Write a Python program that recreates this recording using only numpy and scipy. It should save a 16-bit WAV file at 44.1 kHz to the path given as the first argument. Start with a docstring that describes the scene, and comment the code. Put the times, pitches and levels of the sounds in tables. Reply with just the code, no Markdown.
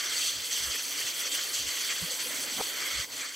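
"""Hard spray from a hose nozzle sweeps a plastic tarp on a wooden dock: thousands of random drop hits,
split into bands that follow the sweep and flicker. Feet thud as low swelling tones; wet slaps and gurgles
ring a few cycles; a foot scuffs as band-limited noise. Light wind, slow-varying noise, buffets the ports.
Heard a few metres off through the two microphone ports of a small camera lying on the boards."""
import sys
import numpy as np
from scipy import signal
from scipy.fft import rfft, irfft
from scipy.io import wavfile
from scipy.ndimage import uniform_filter1d

SR = 44100
rng = np.random.default_rng(int(sys.argv[2]) if len(sys.argv) > 2 else 0)


def wav_out(sig):
    """Save sig, one row per channel (or a flat mono array), as 16-bit PCM at SR to the path in sys.argv[1]."""
    wavfile.write(sys.argv[1], SR, np.round(np.clip(np.atleast_2d(sig).T, -1, 1) * 32767).astype(np.int16))


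N = 147735  # samples

# the sweeping spray, before its flicker: (time [s], patter level [dB],
# drumming against patter [dB], fine hiss against patter [dB])
SPRAY_SWEEP = [(0.0, -33, -6, -12), (0.02, -37, -3.5, -9), (0.04, -36, -4.5, -10), (0.21, -31.5, -12, -10),
               (0.28, -29.5, -16, -9.5), (0.32, -34.5, -13.5, -10), (0.43, -36.5, -9, -9),
               (0.46, -34.5, -13, -9), (0.5, -38.5, -11, -4), (0.512, -31.5, -13, -10),
               (0.57, -30.5, -15.5, -9.5), (0.62, -35, -8, -8), (0.64, -32, -11.5, -7.5),
               (0.69, -36.5, -5, -5), (0.72, -31.5, -13, -12), (0.76, -34.5, -5.5, -5),
               (0.77, -32.5, -17, -10), (0.81, -34, -7.5, -9), (0.83, -36.5, -12.5, -3),
               (0.97, -35, -7.5, -9), (1.0, -33.5, -8.5, -3.5), (1.045, -36, -9, -8), (1.075, -32, -12, -9),
               (1.13, -37, -11, -9.5), (1.2, -34, -8.5, -1), (1.23, -36.5, -6, -9), (1.275, -32, -9.5, -12),
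               (1.3, -39, -11, -5), (1.32, -33.5, -12, -10), (1.35, -31.5, -9.5, -1),
               (1.39, -34.5, -2, -11), (1.42, -32.5, -13, -10), (1.51, -38.5, -3, -1), (1.55, -30, -13, -9),
               (1.65, -36, -11.5, -10), (1.69, -31.5, -9, -9), (1.73, -35.5, -8, -6.5),
               (1.88, -33.5, -10, -6.5), (1.91, -30, -4, -15), (1.95, -35.5, -10.5, -4),
               (1.98, -32, -9.5, -14), (2.0, -34, -9, -4), (2.09, -36, -8.5, -7), (2.12, -33, -10, -8.5),
               (2.18, -38.5, -10, -2.5), (2.2, -34, -6, -10), (2.24, -36.5, -11, -2.5),
               (2.34, -36.5, -5.5, -6.5), (2.43, -34.5, -11, -3), (2.49, -36.5, -3, -9),
               (2.54, -34.5, -11.5, -8), (2.58, -36, -9, -6), (2.68, -34.5, -11, -5.5),
               (2.73, -38.5, -5, -5.5), (2.81, -35, -4.5, -11), (2.88, -36, -3, -5),
               (2.98, -31.5, -8.5, -13), (3.01, -33.5, -7, -10), (3.045, -39, -4.5, -9),
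               (3.065, -48, -13, -5), (3.095, -48.5, -6, -8), (3.125, -39, -8.5, -9), (3.16, -39, -8.5, -7),
               (3.21, -38.5, -5, -8.5), (3.26, -40.5, -2, -12), (3.29, -39, -10, -14), (3.31, -44, -3, -5),
               (3.35, -39.5, -10, -12)]
# low rush of water on sheet and boards, before it follows the sweep: (time [s], level [dB])
LOW_RUSH = [(0.0, -54), (1.5, -51.5), (1.83, -54), (2.06, -50), (2.57, -49.5), (2.99, -53.5), (3.15, -51),
            (3.35, -59)]
# tone of the spray through the camera housing and the boards under it: (frequency [Hz], density [dB per Hz])
SPRAY_COLOUR = [(88, -22), (150, -16), (172, -15.5), (222, -17), (272, -5.5), (330, -9), (413, -8.5),
                (502, -6.5), (699, -10.5), (816, -14), (1160, -7), (1780, -4), (2080, 0.5), (2630, -6),
                (3250, 0.5), (3880, -8.5), (4440, 1.5), (5300, -7), (6070, 0), (7090, -6.5), (7820, -0.5),
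                (8450, -7.5), (12500, -10), (13500, -8), (14900, -13), (15800, -15.5)]
# spray that differs between the ports, against the shared spray: (frequency [Hz], level [dB])
PORT_DIFFERENCE = [(200, -12.5), (1800, -13.5), (2400, -3.5), (2900, -15.5), (3700, -2.5), (3900, -10),
                   (4600, -33), (5100, -31), (9800, -31), (11000, -6), (11700, -20), (12600, -5),
                   (13300, -2), (14000, -7), (14700, -13), (15600, -3)]
# gusts on the ports, level of the part common to both: (time [s], level [dB])
WIND_GUSTS = [(0.0, -73), (0.34, -61.5), (0.4, -55), (0.45, -78), (0.58, -69), (0.61, -55), (0.7, -55),
              (0.77, -80), (1.05, -61), (1.12, -81), (1.55, -72), (1.6, -58), (1.68, -56), (1.75, -84),
              (1.99, -76), (2.02, -45), (2.09, -75), (2.53, -73), (2.6, -57), (2.8, -91), (2.92, -62),
              (3.01, -48), (3.05, -75), (3.14, -67), (3.35, -86)]
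# tone of the wind rumble: (frequency [Hz], density [dB per Hz])
WIND_COLOUR = [(20, -16), (40, -3), (70, 1), (120, 2), (170, -10), (400, -37)]
# feet on the boards: (start [s], peak level [dB], pitch [Hz], length [s])
FOOT_THUDS = [(0.668, -43, 62, 0.045), (2.015, -37.5, 171.3, 0.044), (2.515, -46.5, 240, 0.025),
              (2.563, -45, 201, 0.023), (2.586, -41, 190, 0.018), (2.94, -45, 60.3, 0.081)]
# wet slaps and gurgles on the sheet: (time of peak [s], peak level [dB], pitch [Hz], ring [cycles])
WET_SLAPS = [(.75, -45, 450, 2), (1.003, -44, 480, 2), (2.09, -44, 620, 3), (2.117, -42, 520, 5),
             (2.27, -41.5, 500, 7), (2.308, -40, 600, 2), (2.448, -42, 550, 2), (3.22, -33, 2380, 12),
             (2.6082, -22, 430, .45), (2.6126, -20, 800, .55)]
# resonances of the right port against the left: (frequency [Hz], width [Hz], level [dB])
RIGHT_RESONANCES = [(900, 1700, 1.5), (2200, 330, 2.5), (2470, 140, -3.5), (3270, 430, 4), (11130, 130, -8),
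                    (13200, 3800, 1.5)]
# echo off the boards cancels or lifts the direct sound: (frequency [Hz], width [Hz], level [dB])
BOARD_ECHO = [(3360, 220, 1.5), (6780, 120, -3), (8320, 220, -8.5), (8780, 360, 3.5), (11250, 220, -10),
              (12620, 180, -7), (13950, 200, -5), (11600, 690, 1.5), (14500, 500, 1)]

DROPS_PER_S, DROP_SPREAD_DB = 32000, 1.24  # the spread is the mean of a random extra level
# spread of the random level walks: all bands together, each band at 2 kHz, quick flutter from 2 kHz up
SHARED_DB, OWN_DB, FLUTTER_DB = 0.5, 0.82, 1.95
OWN_TILT = -0.26  # power of pitch: a band's own walk is wider in the bass
RUSH_FOLLOWS = 0.3  # share of the drumming level's changes (in dB) added to the low rush
TOP_STEADY = 0.44  # share of the quick level changes that hiss above 11 kHz ignores
THUD_SIDE_DB = -11  # side part of a thud against its middle
SCUFF_START_S, SCUFF_END_S = 2.57, 2.613
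SCUFF_DB, SCUFF_HZ = -33, (190, 1300)  # level at full rise; band
TOP_HZ = 15780  # cut-off of the steep low-pass [Hz]


def undb(db):
    """Turn decibels into an amplitude factor."""
    return 10 ** (np.asarray(db) / 20)


def curve(table, col):
    """Draw one column of a table sample by sample, in straight lines."""
    table = np.array(table)
    return np.interp(np.arange(N) / SR, table[:, 0], table[:, col])


def level(x):
    """Scale to an RMS of 1."""
    return x / np.sqrt(np.mean(x ** 2))


def colour(x, table):
    """Filter through a (frequency [Hz], level [dB]) table with a short causal, minimum-phase response."""
    table = np.array(table)
    hz = np.linspace(1, SR / 2, 2049)
    db = np.interp(np.log(hz), np.log(table[:, 0]), table[:, 1])
    cepstrum = irfft(db * np.log(10) / 20)
    # folding the cepstrum forward in time makes the response causal
    cepstrum[1:2048] *= 2
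    cepstrum[2049:] = 0
    response = irfft(np.exp(rfft(cepstrum)))
    return signal.fftconvolve(x, response)[:N]


def walk(rate):
    """Wander between random levels held 1 / rate seconds and smoothed twice; RMS 1."""
    hold = int(SR / rate)
    steps = np.repeat(rng.standard_normal(N // hold + 1), hold)
    smooth = uniform_filter1d(uniform_filter1d(steps, hold), hold)
    return level(smooth[:N])


def bands(x, edges):
    """Split a sound into overlapping bands that sum to it."""
    spectrum = rfft(x)
    log_hz = np.log(np.arange(N // 2 + 1) * SR / N + 1)
    return [irfft(spectrum * np.interp(log_hz, np.log(edges), row), N) for row in np.eye(len(edges))]


def drops():
    """Drops of uneven size land at random moments, each a one-sample hit."""
    hit = rng.random(N) < DROPS_PER_S / SR
    size = undb(DROP_SPREAD_DB * rng.exponential(size=N))
    return hit * rng.standard_normal(N) * size


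def spray():
    """Drop patter, shared and port-only, whose bands follow the sweep and each flicker on their own."""
    hz = 250 * 2 ** (np.arange(31) / 5)  # band centres, five to the octave
    group = np.digitize(hz, [1050, 2600, 8400])  # rush, drumming, patter, fine hiss
    shared = colour(drops(), SPRAY_COLOUR)
    apart = colour(colour(drops(), SPRAY_COLOUR), PORT_DIFFERENCE)
    shared_bands = np.array(bands(shared, hz))
    apart_bands = np.array(bands(apart, hz))

    patter = curve(SPRAY_SWEEP, 1)
    drumming = patter + curve(SPRAY_SWEEP, 2)
    hiss = patter + curve(SPRAY_SWEEP, 3)
    rush = curve(LOW_RUSH, 1) + RUSH_FOLLOWS * (drumming - np.mean(drumming))
    group_db = [rush, drumming, patter, hiss]
    scale = [np.std(shared_bands[group == g].sum(axis=0)) for g in range(4)]

    common, out = SHARED_DB * walk(11), 0
    for k, g in enumerate(group):
        slow_db = uniform_filter1d(group_db[g], SR // 4)
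        steady = TOP_STEADY * (hz[k] > 11000) * (slow_db - group_db[g])
        own = OWN_DB * (hz[k] / 2000) ** OWN_TILT * walk(14)
        flutter = FLUTTER_DB * min(hz[k] / 2000, 1) * walk(90)
        gain = undb(group_db[g] + steady + common + own + flutter) / scale[g]
        left = shared_bands[k] + apart_bands[k]
        right = shared_bands[k] - apart_bands[k]
        out = out + gain * np.array([left, right])
    return signal.sosfilt(signal.butter(2, 80, "high", fs=SR, output="sos"), out)


def wind():
    """Air buffets the ports as a low gusty noise rumble, partly different at each."""
    mid = level(colour(rng.standard_normal(N), WIND_COLOUR))
    side = level(colour(rng.standard_normal(N), WIND_COLOUR))
    return np.array([mid + 0.6 * side, mid - 0.6 * side]) * undb(curve(WIND_GUSTS, 1))


def thuds():
    """Feet on the boards: low tones swell and fade over half a sine, a little stronger at the right port."""
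    out, t = np.zeros((2, N)), np.arange(N) / SR
    for start, db, hz, length in FOOT_THUDS:
        progress = np.clip((t - start) / length, 0, 1)
        tone = undb(db) * np.sin(np.pi * progress) * np.sin(2 * np.pi * hz * (t - start))
        out += tone * (1 + undb(THUD_SIDE_DB) * np.array([[-1], [1]]))
    return out


def slaps():
    """Wet sheet slaps and gurgles: tones under a bell-shaped swell, equal on both sides."""
    out, t = np.zeros((2, N)), np.arange(N) / SR
    for peak, db, hz, ring in WET_SLAPS:
        cycles = (t - peak) * hz
        out += undb(db) * np.cos(2 * np.pi * cycles) * np.exp(-(cycles / ring) ** 2)
    return out


def scuff():
    """A foot scuffs the sheet into the loudest slap: band-limited noise rises, then stops short."""
    band = signal.butter(3, SCUFF_HZ, "band", fs=SR, output="sos")
    rub = level(signal.sosfilt(band, rng.standard_normal(N)))
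    rise = (np.arange(N) / SR - SCUFF_START_S) / (SCUFF_END_S - SCUFF_START_S)
    fade = np.clip((1 - rise) * 20, 0, 1)  # over the last twentieth
    return undb(SCUFF_DB) * rub * np.clip(rise, 0, 1) * fade


def scene():
    """Sum the spray, the wind and the feet on the dock as left and right sound."""
    return spray() + wind() + thuds() + slaps() + scuff()


def resonance_curve(rows, hz):
    """Add bell-shaped peaks and dips in decibels over frequency."""
    return sum(db * np.exp(-((hz - centre) / width) ** 2 * 2) for centre, width, db in rows)


def record(dry):
    """The board echo colours both sides; one port-difference curve is split between them; the top is cut."""
    hz = np.geomspace(50, 20000, 900)
    right_db = resonance_curve(RIGHT_RESONANCES, hz)
    echo_db = resonance_curve(BOARD_ECHO, hz)
    # half of the port difference is taken from the left, half added to the right
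    left = colour(dry[0], np.c_[hz, echo_db - right_db / 2])
    right = colour(dry[1], np.c_[hz, echo_db + right_db / 2])
    return signal.sosfilt(signal.ellip(16, .3, 70, TOP_HZ, fs=SR, output="sos"), [left, right])


dry = scene()
out = record(dry)
wav_out(out)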